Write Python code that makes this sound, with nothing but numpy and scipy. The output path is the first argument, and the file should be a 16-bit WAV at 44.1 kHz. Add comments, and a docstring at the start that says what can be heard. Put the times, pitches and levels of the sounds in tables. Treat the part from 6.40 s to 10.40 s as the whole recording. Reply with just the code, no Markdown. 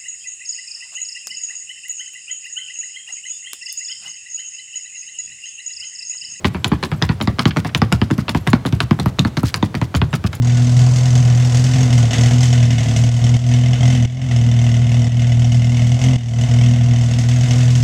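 """A paved path outdoors: a ridden horse moves along in a quick, even four-beat gait.
Bright clacks (often a toe tap, then the hoof slaps flat) alternate with deeper clops.
Grit crunches under the hooves and tack rings faintly, over a low rumble and hiss.
The bass of every blow arrives later than its treble, so each one sweeps quickly down into a thump."""
import sys
import numpy as np
from scipy import signal
from scipy.fft import rfft, irfft
from scipy.io import wavfile
from scipy.ndimage import uniform_filter1d

SR = 44100
rng = np.random.default_rng(int(sys.argv[2]) if len(sys.argv) > 2 else 0)


def pcm_store(signal):
    """Save signal as 16-bit PCM."""
    levels = np.round(np.clip(np.atleast_2d(signal), -1, 1) * 32767)
    wavfile.write(sys.argv[1], SR, levels.astype(np.int16).T)


N = 176400
SIZE = 16384  # samples per event
T = np.arange(SIZE) / SR
HZ = np.fft.rfftfreq(SIZE, 1 / SR)
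RATTLE_S, RATTLE_HZ = 0.0062, 745  # contact noise: decay, high-pass corner


def amp(db):
    """Decibels to gain."""
    return 10 ** (np.asarray(db) / 20)


def read(points, hz):
    """Table lookup on a log-frequency axis."""
    f, value = np.transpose(points)
    return np.interp(np.log(hz + 1), np.log(f + 1), value)


def unit(x):
    """Scale to unit energy."""
    return x / np.sqrt(np.sum(x ** 2) + 1e-20)


def add(mix, start_s, sound):
    """Mix a sound in at start_s."""
    part = mix[max(round(start_s * SR), 0):][:len(sound)]
    part += sound[:len(part)]


def grains(spread_db):
    """Noise of grains of uneven strength."""
    return rng.standard_normal(SIZE) * amp(spread_db * np.minimum(rng.exponential(1, SIZE), 4))


def burst(decay_s):
    """Spectrum of a short noise burst."""
    return rfft(unit(rng.standard_normal(SIZE) * np.exp(-T / decay_s)))


def add_blow(mix, start_s, spectrum, lag_cycles=1.9, low_cut_hz=60):
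    """Mix a spectrum in, each frequency late by about lag_cycles periods, deepest bass cut."""
    lag = np.exp(-2j * np.pi * lag_cycles * np.log(HZ + 15))
    low_cut = HZ ** 2 / (HZ ** 2 + low_cut_hz ** 2)
    lead_samples = 256
    add(mix, start_s - lead_samples / SR, np.roll(irfft(spectrum * lag * low_cut), lead_samples))


def air():
    """Low outdoor rumble and hiss."""
    # noise colour: f/Hz, level/dB
    colour = [(22, -39), (100, -10.5), (1100, -32.5), (7000, -47), (15000, -57.5)]
    gain = amp(read(colour, np.fft.rfftfreq(N, 1 / SR)) - 4)
    return irfft(rfft(rng.standard_normal(N)) * gain, N)


def scatter(x, level_db=-23, rise_s=0.0096, t60_s=0.65):
    """Faint reflections from fences and trees."""
    echo = unit(rng.standard_normal(SIZE) * (1 - np.exp(-T / rise_s)) * amp(-60 * T / t60_s))
    return amp(level_db) * signal.fftconvolve(x, echo)[:N]


def jingles(per_s=5, spread_s=0.03, t60_s=0.07, level_db=-57):
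    """Buckles chatter at random times: four light touches ring their modes by chance amounts."""
    # buckle modes: f/Hz
    modes_hz = [7530, 8080, 10070, 12680]
    out = np.zeros(N)
    for start_s in rng.random(int(per_s * N / SR)) * N / SR:
        for delay_s in rng.random(4) * spread_s:
            ring = sum(rng.standard_normal() * np.sin(2 * np.pi * hz * rng.normal(1, 0.01) * T)
                       for hz in modes_hz)
            add(out, start_s + delay_s, ring * amp(level_db - 60 * T / t60_s))
    return out


def clinks():
    """Tack is struck as the horse lands: a tiny tick and a short ring."""
    # strikes: t/s
    times_s = [0.2787, 0.824, 1.3757, 1.8947, 2.102, 2.2615, 3.1598, 3.562, 3.7535, 3.952]
    # metal modes: f/Hz, level/dB, t60/s
    modes = [(7000, -30.5, 0.034), (9950, -31.5, 0.043), (12600, -42, 0.06)]
    high_pass = (HZ / (HZ + modes[0][0])) ** 2
    out = np.zeros(N)
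    for start_s in times_s:
        ring = sum(amp(db + 2 * rng.standard_normal() - 60 * T / t60_s) * np.sin(2 * np.pi * hz * T)
                   for hz, db, t60_s in modes)
        tick = irfft(burst(RATTLE_S / 2) * high_pass)
        add(out, start_s, ring + 0.597 * tick)
    return out


def crunch(envelope, clump_s=0.0025, clump_db=3.5):
    """Spectrum of crushed sand: fine grains in clumps, each clump with its own pitch range."""
    # sand colour: f/Hz, level/dB
    colour = [(300, -36), (1500, 4.5), (5000, 5.5), (9000, -4.5), (15000, -10.5)]
    centres_hz = np.geomspace(1000, 16000, 6)
    knots_s = np.arange(0, T[-1], clump_s)
    shared = rng.standard_normal(len(knots_s))
    out = 0
    for pick in np.eye(len(centres_hz)):
        band = np.sqrt(read(np.c_[centres_hz, pick], HZ))
        clumps = amp(clump_db * np.interp(T, knots_s, shared + rng.standard_normal(len(knots_s))))
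        out = out + rfft(unit(grains(spread_db=6) * clumps * envelope)) * band
    return out * amp(read(colour, HZ))


def grit(db, peak_s=0.025, width_s=0.015):
    """Spectrum of sand crunching as the weight comes onto a hoof."""
    return crunch(np.exp(-((T - peak_s) / width_s) ** 2)) * amp(db)


def scrapes():
    """A hoof drags briefly over grit."""
    # slides: t/s, length/s, level/dB
    slides = [(3.04, 0.075, -31), (3.56, 0.022, -31), (3.86, 0.022, -29)]
    out = np.zeros(N)
    for start_s, length_s, db in slides:
        swell = np.sin(np.pi * np.minimum(T / length_s, 1))
        add_blow(out, start_s, crunch(swell) * np.linalg.norm(swell) * amp(db))
    return out


def knocks(centre_hz=1890):
    """Small woody knocks between steps."""
    # knocks: t/s, level/dB
    hits = [(1.1078, 12), (1.2905, 4.5)]
    band = np.exp(-np.log2((HZ + 1) / centre_hz) ** 2)
    out = np.zeros(N)
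    for start_s, db in hits:
        add_blow(out, start_s, burst(RATTLE_S) * band * amp(db))
    return out


def hum(db, t60_s=0.19):
    """Spectrum of the low ring that lingers after a clack."""
    hz = 114 * (1 + 0.033 * rng.standard_normal())
    return rfft(amp(db - 60 * T / t60_s) * np.cos(2 * np.pi * hz * T))


def cavity(spread_db=3, spacing_oct=0.17, from_hz=400):
    """Minimum-phase resonances of the cavity under a hoof, different at every step."""
    knots_hz = np.geomspace(100, 20000, int(7.6 / spacing_oct))
    depth_db = spread_db * knots_hz ** 2 / (knots_hz ** 2 + from_hz ** 2)
    gain = amp(rng.standard_normal(len(knots_hz)) * depth_db)
    gain /= np.sqrt(uniform_filter1d(gain ** 2, size=9))
    log_gain = np.log(read(np.c_[knots_hz, gain], HZ))
    mirrored = np.r_[log_gain, log_gain[-2:0:-1]]
    return np.exp(np.conj(signal.hilbert(mirrored)))[:len(HZ)]


def cup(centre_hz=1059, spread_oct=0.45, width_hz=90):
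    """Resonance of the air cupped under the sole; its pitch varies by step."""
    hz = centre_hz * 2 ** (spread_oct * rng.uniform(-0.92, 1))
    damping = 1j * HZ * width_hz
    return 1 + amp(-1) * damping / (hz ** 2 - HZ ** 2 + damping)


def tail(rise_s=0.0013, patch_s=0.005, patch_db=3.4):
    """Spectrum of the patchy rattle and reflections after a blow; the bass lasts longest."""
    # decay times: f/Hz, t60/s
    decay = [(100, 0.33), (300, 0.089), (2000, 0.11), (12000, 0.085)]
    noise = rfft(grains(spread_db=5))
    centres_hz = np.geomspace(60, 15360, 9)
    knots_s = np.arange(0, T[-1], patch_s)
    out = 0
    for hz, pick in zip(centres_hz, np.eye(len(centres_hz))):
        band = read(np.c_[centres_hz, pick], HZ)
        flicker_db = np.interp(T, knots_s, rng.standard_normal(len(knots_s))) * patch_db * (hz > 400)
        envelope = (1 - np.exp(-T / rise_s)) * amp(flicker_db - 60 * T / read(decay, hz))
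        out = out + unit(irfft(noise * band) * envelope) * np.linalg.norm(irfft(band))
    return rfft(out)


def toe_taps(top_hz=5300):
    """The toe's dull first touch, just before a clack."""
    # touches: t/s, level/dB
    taps = [(0.6171, 10), (0.8026, 5.5), (0.9855, 10), (1.1625, 10.5), (1.519, 12.5), (1.7031, 8),
            (2.0676, 9), (2.2515, 11.5), (2.5895, 7.5), (2.7866, 12), (3.343, 8), (3.5421, 10.5)]
    # tap colour: f/Hz, level/dB
    colour = [(60, 4), (200, 23), (500, 5), (1200, 5.5), (4500, -18)]
    low_pass = 1 / np.sqrt(1 + (HZ / top_hz) ** 8)
    out = np.zeros(N)
    for start_s, db in taps:
        add_blow(out, start_s, cavity() * (1 + tail() / 2) * low_pass * amp(db + read(colour, HZ)))
    return out


def hoof(colour, bands_db, tail_db, rattle, crush_hz=2200, crush_s=0.0011):
    """Spectrum of a hoof meeting the paving: a sharp, rattling contact and its tail."""
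    # centres of boom, thud, knock, crack, snap: f/Hz
    bands_hz = [100, 260, 1000, 3500, 10000]
    # tail colour: f/Hz, level/dB
    tail_colour = [(35, -40), (70, 38.5), (120, 39), (235, 30.5), (490, 14), (1050, 13.5), (2600, 5),
                   (4700, -6.5), (9000, -57)]
    ragged = rattle * HZ / (HZ + RATTLE_HZ)
    contact = np.sqrt(1 - ragged ** 2) + ragged * burst(RATTLE_S)
    crush = HZ / (HZ + crush_hz)  # sand under the shoe smears the treble
    contact *= np.sqrt(1 - crush ** 2) + crush * burst(crush_s)
    step_db = read(np.c_[bands_hz, bands_db], HZ)
    contact *= amp(read(colour, HZ) + step_db)
    bass = 1 / (1 + (HZ / 500) ** 2)
    after_db = read(tail_colour, HZ) + 0.59 * bass * step_db + (1 - bass) * tail_db
    return cavity() * cup() * (contact + tail() * amp(after_db))


def clops():
    """The deeper hoof falls, each with its grit."""
    # falls, relative to the usual blow: t/s, boom/dB, thud/dB, knock/dB, crack/dB, snap/dB,
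    # tail/dB, grit/dB
    falls = [(0.1461, -11, -8.5, -1.5, -6, -27, -1.5, 2), (0.3165, -0.5, 6.5, 5, -13, -28, 6, 7.5),
             (0.516, -0.5, -5.5, -3, -5, -8, 1, 4.9), (0.691, 3.5, -2.5, -5, 4.5, -15, 5.5, 8.7),
             (0.874, 4.5, -0.5, 6, -0.5, -7, 1.5, 5.5), (1.055, -0.5, 7, 8, 12, -4, 5, 20),
             (1.2474, -8.5, -8, -1, -11, -1, 2.5, 16), (1.4176, 3, 5.5, 10.5, 3, -2, 5, 9.5),
             (1.6156, -1, 4, 2, 3, -10, 1.5, 10), (1.78, -2.5, 3, -19, -8.5, 1, 1, 14.5),
             (1.948, 1.5, 4, 7.5, -1, -1, 1.5, 17), (2.1317, 1, 10.5, 10, 8.5, -3, 9, 10),
             (2.325, 4, -1, -8, -7.5, 4.5, -2.5, 9), (2.5096, 0.5, 8, 5, -0.5, -2, 1, 8),
             (2.659, 0.5, 1.5, 7, -14, 8, -1, 13), (2.8492, -5, -0.5, 3, -2, 0, 0, 13),
             (3.032, -0.5, 1, 5.5, -19, 9, -3.5, 18), (3.2266, -1, 5.5, 7, -1, -6, -1, 15.3),
             (3.4147, -1.5, -3.5, 7, -7.5, -4, 0.5, 13), (3.616, 4.5, 0.5, 9, 3.5, -21, 0.5, 5.5),
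             (3.8405, 1.5, -5, -5.5, -10, -4, -1, 8.7)]
    # contact colour: f/Hz, level/dB
    colour = [(35, 25), (70, 37), (120, 42.5), (230, 36), (350, 24.5), (520, 9.5), (950, 13), (2200, 10),
              (4500, 6), (7500, -9.5), (15000, -21.5)]
    out = np.zeros(N)
    for start_s, *bands_db, tail_db, grit_db in falls:
        add_blow(out, start_s, hoof(colour, bands_db, tail_db, rattle=0.61))
        add_blow(out, start_s, grit(grit_db - 22.5))
    return out


def clacks():
    """The bright hoof falls, with grit and a low ring, plus a few short extra slaps."""
    # falls, relative to the usual blow: t/s, boom/dB, thud/dB, knock/dB, crack/dB, snap/dB, tail/dB
    falls = [(0.0451, 4, 10.5, 2.5, 1.5, -23, 9.5), (0.2442, -11.5, -2, 0, 7, 9.5, 2),
             (0.4275, -24, 1, 2.5, -6, 1, 7), (0.6234, 10.5, -3, 1, 10, 2.5, 4.5),
             (0.812, -2.5, 0, -0.5, 1, -11, -5), (0.9928, -7, -6, 2, 3.5, 5.5, 6.5),
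             (1.169, -2.5, 4.5, 4.5, -4, 1, 3), (1.3482, 5.5, -6.5, 2, 5.5, 7, 3),
             (1.5246, 6, 1.5, 12, 4, 16, 1), (1.7099, -5, 15, 1, -6.5, 5, -8.5),
             (1.8816, -10, -6, 1.5, -0.5, -15, 4.5), (2.073, 7, 0, 5, 3.5, 9.5, 0.5),
             (2.2592, -2, 0, 4, -12.5, -9, -3), (2.4037, 4, -6.5, 5.5, 8, 8, 3.5),
             (2.598, 0.5, -2, -1.5, -5, 7.5, -6), (2.7925, 4, 12, -13, 5, 11, -2.5),
             (2.969, -9, 7, -0.5, -12.5, 4, 2.5), (3.142, -5, -22, 5, 0.5, 9.5, -1.5),
             (3.351, -1, -1, -6, -7.5, 0, -12), (3.549, 8.5, -8, 2.5, -3, 7, -1),
             (3.729, 0, 1.5, -8, -10, -13, 7), (3.9299, -8.5, -34, -9, -9, -9, -6.5)]
    # the hoof coming flat just after the toe touches, or another quick contact: t/s, level/dB
    slaps = [(0.0528, 1), (0.4357, -0.5), (1.892, 0.5), (2.2646, -5.5), (2.9719, -4.5), (3.5558, -8),
             (3.739, -3), (3.865, -11)]
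    # contact colour: f/Hz, level/dB
    colour = [(35, -55), (70, 3.5), (120, 38.5), (220, 27), (480, 13.5), (1300, 14), (2200, 14.5),
              (3600, 16), (5000, 8), (15000, -25)]
    out = np.zeros(N)
    for start_s, *bands_db, tail_db in falls:
        boom_db, _, _, crack_db, _ = bands_db
        rattle = np.clip(0.76 - 0.02 * crack_db, 0, 1)  # flat landings crack, weaker ones are ragged
        add_blow(out, start_s, hoof(colour, bands_db, tail_db, rattle))
        add_blow(out, start_s, grit(tail_db / 2 - 7))
        add_blow(out, start_s, hum(boom_db / 2 - 20.5))
    for start_s, db in slaps:
        slap = burst(RATTLE_S / 2) * cavity() * HZ / (HZ + RATTLE_HZ)
        add_blow(out, start_s, slap * amp(db + read(colour, HZ)))
    return out


def scene():
    """The horse in the open air, mono."""
    horse = clacks() + clops() + toe_taps() + knocks() + scrapes() + clinks() + jingles()
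    return (horse + scatter(horse) + air())[None]


def record(dry):
    """Soft peak limit, then a 16 kHz low-pass."""
    limited = dry / (1 + dry ** 8) ** (1 / 8)
    low_pass = signal.firwin(255, 16000, window=("kaiser", 9), fs=SR)
    return signal.oaconvolve(limited, low_pass[None], "same")


dry = scene()
out = record(dry)
pcm_store(out)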